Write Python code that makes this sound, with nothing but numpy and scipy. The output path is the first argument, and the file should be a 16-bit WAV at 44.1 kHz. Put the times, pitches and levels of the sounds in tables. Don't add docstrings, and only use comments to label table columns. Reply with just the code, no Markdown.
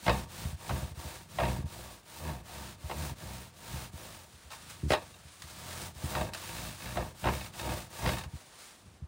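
import sys
import numpy as np
from scipy import signal
from scipy.fft import rfft, irfft, next_fast_len
from scipy.io import wavfile
from scipy.ndimage import uniform_filter1d

SR = 44100
rng = np.random.default_rng(int(sys.argv[2]) if len(sys.argv) > 2 else 0)


def pcm_store(signal):
    levels = np.round(np.clip(np.atleast_2d(signal), -1, 1) * 32767)
    wavfile.write(sys.argv[1], SR, levels.astype(np.int16).T)


N = 399987
T = np.arange(N) / SR
SIZE = next_fast_len(N + SR)
FREQ = np.arange(SIZE // 2 + 1) * SR / SIZE + 1e-6

# (start [s], share of the span gone at top speed [0-1], top ridge rate [ridges/s],
# fibre hiss level [dB], sheet level [dB], frame level [dB])
STROKES = [(-0.015, .52, 62, -47, -52, -43), (0.268, 0.58, 58, -49.5, -51.5, -45.5),
           (0.56, 0.52, 66, -49.5, -44.5, -45), (0.941, 0.33, 60, -51, -49, -56),
           (1.268, 0.52, 66, -49, -52, -34), (1.646, 0.41, 60, -53.5, -51, -51),
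           (2.024, 0.51, 76, -52, -53.5, -58), (2.428, 0.4, 70, -52, -50, -47.5),
           (2.77, 0.76, 72, -48.5, -46.5, -43), (3.151, 0.37, 62, -52.5, -51, -45.5),
           (3.518, .69, 66, -50, -51.5, -52), (3.913, 0.21, 56, -53.5, -52, -54.5),
           (4.37, 0.48, 20, -59.5, -64.5, -56), (5.309, 0.81, 48, -47.5, -50, -47.5),
           (5.931, 0.56, 66, -47, -44, -44.5), (6.312, .7, 58, -47, -49.5, -45.5),
           (6.77, 0.23, 62, -49.5, -48.5, -43.5), (7.142, 0.49, 70, -47.5, -63, -55),
           (7.517, 0.4, 66, -47, -44, -46), (7.885, 0.57, 64, -44.5, -44.5, -46),
           (8.279, 0.21, 16, -61, -65, -71)]
# (peak time [s], rise [s], fall [s], sheet level [dB], frame level [dB])
SURGES = [(0.094, 0.017, 0.055, -28, -26), (0.715, 0.012, 0.059, -52, -30.5),
          (1.436, .022, 0.072, -30.5, -31.5), (2.3, 0.057, 0.063, -41, -35.5),
          (3.02, 0.051, 0.039, -52, -36), (3.755, 0.04, 0.083, -54, -40.5),
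          (4.932, 0.013, 0.047, -33.5, -45), (6.212, 0.048, 0.053, -33, -34),
          (7.001, 0.032, 0.051, -35.5, -34.5), (7.272, 0.023, 0.075, -33, -29),
          (7.725, 0.075, 0.042, -37.5, -36), (8.074, 0.034, 0.064, -33, -29), (8.88, 0.038, .07, -80, -52)]
# (peak time [s], rise [s], fall [s], hiss level [dB])
RUSTLES = [(4.33, 0.039, 0.37, -60.5), (4.525, 0.01, 0.086, -50), (4.705, 0.025, 0.051, -50),
           (4.931, 0.023, 0.019, -40), (5.34, 0.077, 0.13, -56), (5.53, 0.065, 0.073, -55),
           (6.38, 0.014, 0.11, -49.5), (6.772, 0.05, 0.1, -53.5), (8.651, .06, 0.1, -53)]
# (time [s], slaps [count], first level [dB], last level [dB], brightness [dB])
CLATTERS = [(0.065, 3, -17, -11.5, 0), (0.693, 2, -18.5, -24, -11.5), (1.386, 2, -15, -16, -12),
            (1.453, 1, -25.5, -25, 2), (2.897, 2, -23.5, -20.5, -10), (4.905, 3, -15, -12, 1.5),
            (4.951, 1, -24.5, -23, 4.5), (6.151, 1, -22.5, -23.5, 1.5), (6.971, 1, -19.5, -16.5, -3),
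            (7.241, 4, -17.5, -14, -11), (8.061, 3, -28, -27, 10.5)]
# (time [s], level [dB], contact time [s])
THUMPS = [(0.452, -35, 0.0057), (0.527, -41.5, 0.008), (0.733, -40, 0.003), (0.827, -39, 0.0066),
          (0.912, -47.5, 0.007), (0.972, -44, 0.0076), (1.05, -42, 0.0051), (1.588, -35.5, 0.004),
          (1.64, -36, 0.0054), (2.839, -41, 0.0098), (3.115, -43.5, 0.0041), (3.234, -44.5, 0.0044),
          (3.738, -41, 0.0045), (3.937, -44, 0.0047), (4.336, -57, 0.01), (4.452, -55, 0.014),
          (4.833, -32, 0.0041), (4.86, -33.5, 0.0042), (4.905, -23, 0.0011), (5.251, -54.5, 0.0057),
          (5.438, -50.5, 0.0065), (5.958, -49.5, 0.0075), (6.038, -34, 0.0042), (8.258, -42.5, 0.0061),
          (8.335, -41, 0.0052), (9.021, -42, 0.0065)]
# (start [s], end [s], level [dB])
SEAM_CONTACTS = [(2.898, 3.116, -66), (6.426, 6.749, -50.5), (6.791, 6.934, -48), (7.3, 7.486, -47.5),
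                 (7.58, 7.718, -48), (7.93, 8.002, -57), (8.087, 8.264, -45)]
# (time [s], level [dB], ring of the metal [dB])
FLICKS = [(4.5039, -41.5, 12.5), (4.516, -40, 13), (4.5318, -41.5, 17), (5.14, -54, 23.5),
          (5.4206, -33.5, -15), (6.335, -27.5, -13.5), (6.3467, -29.5, 9), (7.538, -54, 25),
          (7.592, -35, 15.5), (8.183, -31, 10.5), (8.238, -38, 10.5)]
# (frequency [Hz], gain [dB])
FIBRE_COLOUR = [(500, -2.5), (1200, 4), (2000, 1.5), (2800, 1), (3300, 1), (3800, 2), (5500, -1),
                (7500, -1.5), (9700, 0), (11200, -11.5), (12800, -8), (14000, -4), (15500, -3.5)]
# (frequency [Hz], width [Hz], gain [dB])
SHEET_MODES = [(350, 77, -5), (503, 81, -5), (615.5, 41.7, -2), (660.4, 20, 2.5), (693, 123, -4.5),
               (926, 36, -2), (1019, 50, -7.5), (1156, 144, -8.5), (1266, 88, -11.5), (1665, 120, -12.5),
               (1837, 58, -12), (2160, 150, -20), (2620, 265, -16), (3450, 57, -20), (3715, 74, -14.5),
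               (5040, 610, -31.5)]
# (frequency [Hz], width [Hz], gain [dB])
FRAME_MODES = [(57, 22, -2.5), (88.6, 20.4, 4.5), (104, 7.6, 5.5), (126.2, 18.7, 0), (155.7, 15.8, 4),
               (204, 93, -1.5)]
# (frequency [Hz], width [Hz], gain [dB])
DECK_MODES = [(79.8, 36.4, 10.5), (159, 160, 5), (285, 94, 7), (500, 250, 7.5)]
# (power of speed [exponent], level added at any speed [dB], lag [s])
HISS_LAW, SHEET_LAW, FRAME_LAW = (1, -17.5, 0), (1.24, -19.5, 0.0044), (2.17, -10, 0.027)


def undb(db):
    return 10 ** (np.asarray(db) / 20)


def filtered(x, response):
    return irfft(rfft(x, SIZE) * response, SIZE)[:N]


def resonances(modes):
    response = 0
    for k, (hz, width, db) in enumerate(modes):
        detuning = (FREQ / hz - hz / FREQ) * hz / width
        response = response + (-1) ** k * undb(db) / (1 + 1j * detuning)
    return response


def colour(points):
    hz, db = np.transpose(points)
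    return undb(np.interp(np.log(FREQ), np.log(hz), db))


def edge(x, hz, kind, order=2):
    return signal.sosfilt(signal.butter(order, hz, kind, fs=SR, output="sos"), x)


def even(x, size=3000):
    power = np.abs(uniform_filter1d(x * x, size))
    return x / np.sqrt(power + 1e-14)


def wander(per_s):
    return 1.2 * np.interp(T * per_s, np.arange(1000), rng.standard_normal(1000))


def snags(per_s, spread_db):
    happens = rng.random(N) < per_s / SR
    size_db = spread_db * np.minimum(rng.exponential(size=N), 4)
    return happens * rng.choice([-1, 1], N) * undb(size_db)


def add(track, s, sound):
    i = max(int(s * SR), 0)
    track[i:i + len(sound)] += sound[:max(N - i, 0)]


def stroke_times():
    start, share = np.transpose(STROKES)[:2]
    end = np.append(start[1:], N / SR)
    return start, start + share * (end - start)


def hand_speed():
    marks = np.append(np.column_stack(stroke_times()), N / SR)
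    quarter_turns = np.interp(T, marks, np.arange(len(marks)))
    return np.abs(np.sin(np.pi / 2 * quarter_turns))


def per_stroke(values):
    return np.interp(T, stroke_times()[1], values)


def ridge_rate():
    return per_stroke(np.transpose(STROKES)[2]) * hand_speed() ** .3


def ridges(slip_share=0.59, scatter_db=1.6, wobble=.05):
    rate = np.abs(ridge_rate() * (1 + wobble * wander(40)))
    crossed = np.cumsum(rate) / SR
    height = undb(scatter_db * rng.standard_normal(size=2000))
    slide = np.exp(-(crossed % 1) / slip_share)
    return height[crossed.astype(int) % len(height)] * slide


def swell(s, rise_s, fall_s, db):
    fade = np.where(T < s, ((s - T) / rise_s) ** 2, 2 * (T - s) / fall_s)
    return undb(db) ** 2 * np.exp(-np.minimum(fade, 40))


def stroke_power(levels_db, law):
    power, turn_db, lag_s = law
    level = undb(per_stroke(levels_db)) * (hand_speed() ** power + undb(turn_db))
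    return np.interp(T - lag_s, T, level) ** 2


def effort(frame_linger=1.13):
    hiss_db, sheet_db, frame_db = np.transpose(STROKES)[3:]
    hiss = stroke_power(hiss_db, HISS_LAW)
    sheet = stroke_power(sheet_db, SHEET_LAW)
    frame = stroke_power(frame_db, FRAME_LAW)
    for s, rise_s, fall_s, sheet_db, frame_db in SURGES:
        sheet = sheet + swell(s, rise_s, fall_s, sheet_db)
        frame = frame + swell(s, rise_s, fall_s * frame_linger, frame_db)
    for s, rise_s, fall_s, db in RUSTLES:
        hiss = hiss + swell(s, rise_s, fall_s, db)
    return 10 * np.log10([hiss, sheet, frame])


def air(level_db=-63.5):
    return even(edge(rng.standard_normal(N), 400, "low", order=1)) * undb(level_db)


def fibres(force, hiss_db, flutter_db=0.8, rasp_db=1.0, brisk_rate=52, gain_db=3.0):
    grit = even(snags(2500, spread_db=3.5))
    scrape = (rng.standard_normal(N) + .5 * grit) * (1 + .4 * force)
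    hiss = edge(filtered(scrape, colour(FIBRE_COLOUR)), 360, "high")
    rasp = edge(hiss, 5000, "low", order=1)
    sizzle = filtered(hiss, FREQ > 10500)
    rasp_change = undb(rasp_db * wander(14)) - 1
    sizzle_change = (ridge_rate() / brisk_rate) ** 0.46 - 1
    hiss = hiss + rasp * rasp_change + sizzle * sizzle_change
    return hiss / np.std(hiss) * undb(hiss_db + gain_db + flutter_db * wander(45))


def sheet_ring(push, echo_db=-6):
    t = T[:SR // 4]
    scatter = rng.standard_normal(len(t)) * undb(-60 * t / .13)
    scatter = scatter / np.linalg.norm(scatter)
    waves = push + undb(echo_db) * signal.fftconvolve(push, scatter)[:N]
    return edge(filtered(waves, resonances(SHEET_MODES)), 115, "high")


def scrub(force, drive_db, soft_hz=3500, gain_db=-1):
    slips = snags(9000, spread_db=2.5) * (.2 + force)
    cushioned = edge(slips, soft_hz, "low", order=1)
    return even(sheet_ring(cushioned)) * undb(drive_db + gain_db)


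def rumble(force, weight_db, top_hz=240, gain_db=-1):
    jolts = even(edge(np.gradient(force), 130, "low", order=1))
    rough = even(edge(rng.standard_normal(N), 250, "low"))
    drumming = filtered(jolts + .5 * rough, resonances(FRAME_MODES))
    return even(edge(drumming, top_hz, "low", order=4), size=2000) * undb(weight_db + gain_db)


def slaps(bright_hz=1800, gap_s=.0148, gain_db=33):
    dull, sharp, t = np.zeros(N), np.zeros(N), T[:SR // 8]
    decay = undb(-60 * t / .025) + .2 * undb(-60 * t / .09)
    for s, count, first_db, last_db, bright_db in CLATTERS:
        for k, db in enumerate(np.linspace(first_db, last_db, round(count))):
            blow = rng.standard_normal(len(t)) * decay
            blow *= undb(db + gain_db) / np.linalg.norm(blow)
            add(dull, s + k * gap_s, blow)
            add(sharp, s + k * gap_s, blow * undb(bright_db))
    push = edge(dull, bright_hz, "low", order=1) + edge(sharp, bright_hz, "high", order=1)
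    push = edge(push, 600, "high", order=1)
    crack = undb(-8) * edge(edge(push, 600, "high"), 1500, "low", order=1)
    return sheet_ring(push, echo_db=0.5) + edge(crack, 3250, "low")


def thumps(top_hz=800, rebound_s=0.0141, rebound_db=-4, gain_db=8):
    push = np.zeros(N)
    for s, db, contact_s in THUMPS:
        phase = np.minimum(T[:SR // 20] / contact_s, 1)
        bump = np.sin(np.pi * phase) ** 2 * undb(db + gain_db)
        start = s - contact_s / 2
        add(push, start, bump)
        add(push, start + rebound_s, bump * undb(rebound_db))
    return edge(filtered(push, resonances(DECK_MODES)), top_hz, "low")


def seam(force, low_hz=1500, fade_s=0.012, gain_db=-1):
    push = rng.standard_normal(N) * force ** 2
    ticks = even(edge(sheet_ring(push), low_hz, "high", order=3))
    contact = np.zeros(N)
    for start, end, db in SEAM_CONTACTS:
        contact += undb(db) * np.clip(np.minimum(T - start, end - T) / fade_s, 0, 1)
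    return ticks * contact * np.sqrt(hand_speed()) * undb(gain_db)


def flicks(low_hz=1000, high_hz=9000, metal_db=10, gain_db=-6):
    direct, metal, t = np.zeros(N), np.zeros(N), T[:SR // 4]
    snap = undb(-60 * t / .03) + .5 * undb(-60 * t / .15)
    for s, db, ring_db in FLICKS:
        burst = rng.standard_normal(len(t)) * snap * undb(db + gain_db)
        add(direct, s, burst)
        add(metal, s, burst * undb(ring_db + metal_db))
    swish = edge(filtered(direct, colour(FIBRE_COLOUR)), high_hz, "low", order=1)
    return edge(swish + sheet_ring(metal), low_hz, "high")


def scene():
    force = ridges()
    hiss_db, drive_db, weight_db = effort()
    cloth = fibres(force, hiss_db) + seam(force)
    board = scrub(force, drive_db) + rumble(force, weight_db) + slaps() + thumps()
    return (air() + cloth + board + flicks())[None]


def record(dry, top_hz=15750):
    lean = edge(dry, 40, "high", order=6)
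    return signal.sosfilt(signal.ellip(10, .2, 70, top_hz, fs=SR, output="sos"), lean)


dry = scene()
out = record(dry)
pcm_store(out)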